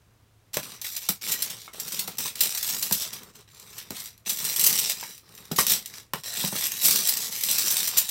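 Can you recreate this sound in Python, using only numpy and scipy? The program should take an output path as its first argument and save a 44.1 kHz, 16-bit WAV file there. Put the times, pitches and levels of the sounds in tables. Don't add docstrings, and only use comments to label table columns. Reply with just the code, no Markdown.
import sys
import numpy as np
from scipy import signal
from scipy.fft import rfft, irfft, next_fast_len
from scipy.io import wavfile
from scipy.ndimage import uniform_filter1d

SR = 44100
rng = np.random.default_rng(int(sys.argv[2]) if len(sys.argv) > 2 else 0)


def inscribe(sig):
    pcm = np.round(np.clip(np.atleast_2d(sig).T, -1, 1) * 32767)
    wavfile.write(sys.argv[1], SR, pcm.astype(np.int16))


N = 357210
TIME_S = np.arange(N) / SR
RING_S = np.arange(SR // 10) / SR
RING_SIZE = len(RING_S)
TOP_HZ = 15850


def clatter(tick_trim_db=-1):
    reached_s = np.linspace(0, N / SR, 420)
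    heap = [heap_piece(db) for db in shoving(reached_s)]
    times_s, sizes = contacts(count=2200, scatter_db=2.5, size=24)
    nearby = np.searchsorted(reached_s, times_s) + rng.integers(-3, 3, len(times_s))
    touched = np.clip(nearby, 0, len(heap) - 1)
    gains = sizes * undb(tick_trim_db + shoving(times_s)) * stick_slip(times_s)
    out = scraping(heap, reached_s)
    for start_s, gain, k in zip(times_s, gains, touched):
        add(out, start_s, gain * heap[k])
    return out


def scraping(heap, reached_s, trim_db=-5):
    slide = unit(np.hanning(3 * N // len(heap))) * np.sqrt(N / len(heap))
    out = np.zeros(N)
    for start_s, sound in zip(reached_s - len(slide) / SR / 2, heap):
        friction = slide * rng.standard_normal(len(slide))
        add(out, start_s, signal.fftconvolve(friction, sound))
    moments_s = TIME_S[::40]
    gain = undb(trim_db + shoving(moments_s)) * stick_slip(moments_s)
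    return out * np.interp(TIME_S, moments_s, gain)


# start_s, swell_s, length_s, clatter_db (before tick and scrape trims), knock_db
SHOVES = [(0.532, 0.009, 0.028, -36, -53), (0.619, .005, 0.14, -41.5, -49), (0.837, 0.013, 0.13, -34, -64),
          (1.003, 0.013, 0.11, -38, -67), (1.212, 0.091, 0.14, -29, -45.5),
          (1.365, 0.023, 0.18, -36.5, -48.5), (1.529, .01, 0.12, -43, -57),
          (1.731, 0.2, 0.31, -36.5, -48.5), (2.064, 0.012, 0.08, -48.5, -54),
          (2.181, 0.0089, 0.093, -30.5, -46.5), (2.352, 0.0058, .05, -38.5, -51),
          (2.404, 0.0069, 0.056, -25, -46), (2.48, .01, 0.15, -31.5, -60), (2.625, 0.044, 0.33, -28, -46.5),
          (2.922, 0.0077, .14, -30.5, -49), (3.112, 0.02, 0.048, -39.5, -49), (3.194, .01, 0.087, -53, -55),
          (3.33, 0.024, 0.062, -51, -58), (3.476, 0.22, 0.42, -49, -58),
          (3.729, 0.064, 0.066, -38.5, -52.5), (3.926, .03, 0.15, -40, -59), (4.251, 0.01, 0.01, -45, -62),
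          (4.261, 0.0092, 0.064, -28, -49), (4.363, 0.077, 0.17, -28.5, -46.5),
          (4.562, 0.073, 0.36, -23, -43), (4.915, .01, 0.22, -38.5, -55.5),
          (5.226, 0.17, 0.34, -52.5, -56.5), (5.579, 0.0055, 0.022, -19.5, -47),
          (5.665, 0.04, 0.064, -22, -42.5), (5.844, 0.14, 0.13, -42, -56),
          (6.134, 0.035, 0.039, -43.5, -57), (6.235, 0.023, 0.13, -33, -54), (6.353, 0.033, 0.12, -27, -48),
          (6.516, .12, 0.14, -25, -50), (6.7, .01, .12, -32.5, -52.5), (6.798, 0.04, 0.2, -21, -39),
          (7.008, 0.011, 0.275, -26.5, -46.5), (7.316, 0.17, 0.27, -25.5, -50),
          (7.46, 0.15, 0.43, -22.5, -46.5), (7.915, 0.03, 0.27, -32, -53)]
GRIP_DB = 8.5
SAG_DB_PER_S = 24
SETTLE_DB_PER_S = 249
KNOCK_SETTLE_DB_PER_S = 168
REST_CLATTER_DB, REST_KNOCK_DB = -78.5, -74.5


def shoving(t_s, knock=False):
    start_s, swell_s, length_s, clatter_db, knock_db = np.transpose(SHOVES)[:, :, None]
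    if knock:
        peak_db, settle_db_per_s, rest_db = knock_db, KNOCK_SETTLE_DB_PER_S, REST_KNOCK_DB
    else:
        peak_db, settle_db_per_s, rest_db = clatter_db, SETTLE_DB_PER_S, REST_CLATTER_DB
    age_s = t_s - start_s
    grip_db = GRIP_DB * np.clip(1 - age_s / np.maximum(swell_s, 1e-3), 0, 1)
    sag_db = SAG_DB_PER_S * np.maximum(age_s - swell_s, 0)
    settle_db = settle_db_per_s * np.maximum(age_s - length_s, 0)
    level_db = np.where(age_s >= 0, peak_db - grip_db - sag_db - settle_db, rest_db)
    return np.maximum(level_db.max(axis=0), rest_db)


def stick_slip(times_s):
    knots_s = np.cumsum(rng.uniform(.006, .028, 600))
    swing_db = 2.2 * rng.uniform(.2, 1.6, len(knots_s)) * (-1) ** np.arange(len(knots_s))
    return undb(np.interp(times_s, knots_s, swing_db))


def contacts(count, scatter_db, size):
    times_s = np.sort(rng.uniform(0, N / SR, count))
    sizes = undb(scatter_db * np.minimum(rng.exponential(size=count), np.log(150)))
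    local_power = uniform_filter1d(sizes ** 2, size) * count / N
    return times_s, sizes / np.sqrt(local_power)


# freq_hz, gain_db
TICK_COLOUR = [(200, -25), (700, -7), (1300, -7.5), (2200, 0), (3600, 2.5), (5600, 3.5), (6700, -1.5),
               (8000, 2), (9800, -3), (12500, 3.5), (15800, 0), (17500, -9)]


def heap_piece(stir_db, ring_db=-3, hardness_db_per_octave=1.5, firm_db=-35, hardening=0.12):
    own_colour = [(hz, db + 2.5 * rng.standard_normal()) for hz, db in TICK_COLOUR]
    tick = unit(colour(burst(t60_s=.014), own_colour))
    tilt_db = hardening * (stir_db - firm_db) + hardness_db_per_octave * rng.standard_normal()
    return unit(room(brighten(tick + undb(ring_db) * piece(), tilt_db)))


# freq_hz, level_db
PIECE_MODES = [(1890, -13.5), (2750, -21), (3950, -3), (5200, -5.5), (5880, 1), (7380, -1), (8430, -2),
               (10500, -8.5), (11850, -6.5), (13000, -15)]
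SHARD_SHARE = .35
RING_T60_S = .042


def piece(spread=0.026, scatter_db=5.0, shard_octaves=0.19):
    hz, db = np.transpose(PIECE_MODES)[:, :, None]
    detune, strength, phase = rng.standard_normal((3, len(PIECE_MODES), 1))
    broken = rng.random() < SHARD_SHARE
    shift = 2 ** (broken * shard_octaves * rng.uniform(-1.018, 1))
    hz = np.minimum(hz * (1 + spread * detune) * shift, TOP_HZ)
    t60_s = RING_T60_S * rng.uniform(.6, 1.5) * np.minimum(10000 / hz, 1)
    waves = np.sin(2 * np.pi * (hz * RING_S + phase))
    return unit(np.sum(undb(db + scatter_db * strength) * waves * fade(t60_s), axis=0))


# start_s, level_db (onset rms)
CRACKS = [(0.533, -37), (0.541, -28), (0.63, -40), (0.815, -30), (0.844, -32.5), (0.965, -26), (1.088, -16),
          (1.319, -20.5), (1.422, -20), (1.5, -31.5), (1.799, -26), (1.879, -31), (1.921, -29),
          (1.992, -22), (2.076, -29), (2.184, -24), (2.277, -31.5), (2.407, -14.5), (2.574, -26),
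          (2.628, -23), (2.826, -21), (2.924, -15), (3.019, -27.5), (3.131, -32), (3.781, -34.5),
          (3.965, -35), (4.001, -32.5), (4.295, -22), (4.387, -28.5), (4.449, -26.5), (4.488, -28),
          (4.561, -21.5), (4.595, -17.5), (4.639, -14), (4.664, -13), (4.787, -19), (5.377, -44.5),
          (5.515, -28), (5.561, -26.5), (5.588, -16.5), (5.697, -17.5), (5.717, -15.5), (6.853, -14.5),
          (6.882, -15.5), (6.907, -18), (7.072, -18), (7.089, -16), (7.511, -17.5), (7.585, -24),
          (7.705, -20), (7.874, -22), (7.972, -17.5), (7.981, -13), (8.09, -24)]
CRACK_EVEN_DB = -39.5
CRACK_HARDENING = 0.16


def cracks(ring_db=-5, snap_db=-6, snap_t60_s=0.023, splinter_t60_s=0.061, spread_s=0.0036, splinter_db=3):
    out = np.zeros(N)
    for start_s, level_db in CRACKS:
        steps = undb(splinter_db * rng.standard_normal(RING_SIZE))
        uneven = np.repeat(steps, 32)[:RING_SIZE]
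        splinters = unit(burst(splinter_t60_s) * uneven * np.minimum(RING_S / spread_s, 1))
        fracture = splinters + undb(snap_db) * unit(burst(snap_t60_s))
        tilt_db = CRACK_HARDENING * (level_db - CRACK_EVEN_DB)
        add(out, start_s, struck(fracture, level_db, ring_db, tilt_db))
    return out


# start_s, level_db (onset rms)
CLICKS = [(0.57, -21.5), (1.735, -42), (2.172, -41), (2.258, -29), (2.356, -31), (2.549, -24.5),
          (2.911, -25), (3.233, -41), (3.598, -42), (3.906, -30), (4.057, -39.5), (4.178, -50),
          (4.697, -24), (4.755, -23), (4.898, -20), (5.01, -32), (5.179, -42.5), (5.351, -42.5),
          (5.454, -45), (5.667, -16.5), (5.859, -30), (6.135, -25.5), (6.959, -16), (7.171, -22.5),
          (7.325, -32), (7.437, -20.5)]


def clicks(t60_s=0.023, ring_db=-7, tilt_db=1.5):
    out = np.zeros(N)
    for start_s, level_db in CLICKS:
        add(out, start_s, struck(burst(t60_s), level_db, ring_db, tilt_db))
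    return out


def struck(contact, level_db, ring_db, tilt_db):
    sound = unit(colour(contact, TICK_COLOUR)) + undb(ring_db) * piece()
    return attack(room(brighten(sound, tilt_db)), level_db, size=176)


# start_s, level_db (before trim_db), pitch_hz
POPS = [(0.57, -16.5, 590), (1.09, -22.5, 1330), (1.679, -32, 1300), (1.745, -37, 625), (1.783, -37, 470),
        (2.08, -28.5, 787), (2.257, -28.5, 1045), (2.911, -24.5, 970), (3.907, -28.5, 450),
        (5.029, -28, 950), (5.514, -23.5, 460), (5.587, -8.5, 1116), (6.136, -16.5, 1065),
        (6.439, -27, 950), (6.525, -29, 855), (6.553, -29.5, 1300)]
# pitch_multiple, level_db
BOWL_MODES = [(1, 0.5), (1.7, -5.5), (2.75, -9)]


def pops(bowl_t60_s=0.02, crunch_db=-4, crunch_t60_s=0.095, trim_db=-6):
    crunch_colour = [(40, -72), (300, -3.5), (1200, -0.5), (3000, -6.5), (8000, -21)]  # Hz, dB
    out = np.zeros(N)
    for start_s, level_db, pitch_hz in POPS:
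        modes = sum(undb(mode_db) * np.sin(2 * np.pi * multiple * pitch_hz * RING_S)
                    for multiple, mode_db in BOWL_MODES)
        crunch = unit(colour(burst(crunch_t60_s), crunch_colour))
        sound = unit(modes * fade(bowl_t60_s)) + undb(crunch_db) * crunch
        add(out, start_s, attack(room(sound, wet_db=-7), level_db + trim_db, size=176))
    return out


# start_s, level_db (onset rms)
THUDS = [(0.572, -38.5), (1.096, -35.5), (2.086, -45), (2.915, -34.5), (3.906, -38.5), (5.517, -30),
         (5.589, -35.5), (5.713, -41.5), (6.139, -38), (6.442, -31), (6.528, -36.5), (6.556, -42)]
# freq_hz, gain_db
FLOOR_COLOUR = [(40, -55), (120, 0), (198, 8), (300, -9), (480, -6), (1000, -19.5), (6000, -69)]


def thuds(t60_s=0.073, rumble_db=-6):
    out = np.zeros(N)
    for start_s, level_db in THUDS:
        push = signal.unit_impulse(RING_SIZE) + undb(rumble_db) * unit(burst(t60_s))
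        add(out, start_s, attack(room(colour(push, FLOOR_COLOUR)), level_db, size=1100))
    return out


# freq_hz, gain_db
MUFFLED_COLOUR = [(50, -28), (110, -4.5), (200, 3), (300, -8), (430, -2), (650, -14), (1200, -5.5),
                  (4000, -37)]


def knocking(t60_s=.09):
    times_s, sizes = contacts(count=900, scatter_db=1.0, size=8)
    knocks, decay = np.zeros(N), unit(fade(t60_s))
    for start_s, gain in zip(times_s, sizes * undb(shoving(times_s, knock=True))):
        add(knocks, start_s, gain * decay * rng.standard_normal(RING_SIZE))
    carpet = unit(colour(signal.unit_impulse(RING_SIZE), MUFFLED_COLOUR))
    return signal.oaconvolve(knocks, carpet)[:N]


# freq_hz, relative_level_db (per Hz)
AIR_COLOUR = [(15, -21), (25, -6), (55, -12.5), (112, -10.5), (207, -21.5), (637, -28.5), (15000, -43)]


def air(rumble_db=-61.5, hum_db=-66.5, hum_hz=108.7):
    rumble = attack(colour(rng.standard_normal(N), AIR_COLOUR), rumble_db, size=N)
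    return rumble + undb(hum_db) * np.sqrt(2) * np.sin(2 * np.pi * hum_hz * TIME_S)


def room(x, t60_s=0.15, first_s=0.0044, wet_db=-6):
    onset = np.clip(RING_S / first_s - 1, 0, 1)
    echoes = rng.standard_normal(RING_SIZE) ** 3 * fade(t60_s) * onset
    return signal.fftconvolve(x, signal.unit_impulse(RING_SIZE) + undb(wet_db) * unit(echoes))


def brighten(x, db_per_octave):
    return colour(x, [(2000, 0), (16000, db_per_octave * np.log2(8))])


def colour(x, points):
    n = next_fast_len(2 * len(x), True)
    hz, db = np.transpose(points)
    bins_hz = np.arange(n // 2 + 1) * SR / n
    gain = undb(np.interp(np.log(bins_hz + 1), np.log(hz), db))
    cepstrum = irfft(np.log(gain), n)
    cepstrum[1:n // 2] *= 2
    cepstrum[n // 2 + 1:] = 0
    return irfft(rfft(x, n) * np.exp(rfft(cepstrum)), n)[:len(x)]


def burst(t60_s):
    return rng.standard_normal(RING_SIZE) * fade(t60_s)


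def fade(t60_s, t_s=RING_S):
    return np.exp(-np.log(1000) * t_s / np.maximum(t60_s, 1e-3))


def undb(db):
    return 10 ** (np.asarray(db) / 20)


def unit(x):
    return x / np.sqrt(np.sum(x ** 2))


def attack(x, level_db, size):
    return undb(level_db) * x / np.sqrt(np.mean(x[:size] ** 2))


def add(out, start_s, x):
    i = max(int(start_s * SR), 0)
    out[i:i + len(x)] += x[:max(len(out) - i, 0)]


def scene():
    return (clatter() + cracks() + clicks() + pops() + thuds() + knocking() + air())[None]


def record(dry):
    ceiling = .8
    rounded = ceiling * np.tanh(dry / ceiling)
    thinned = signal.sosfilt(signal.butter(3, 48, "high", fs=SR, output="sos"), rounded)
    return signal.sosfilt(signal.ellip(10, .2, 70, TOP_HZ, fs=SR, output="sos"), thinned)


dry = scene()
out = record(dry)
inscribe(out)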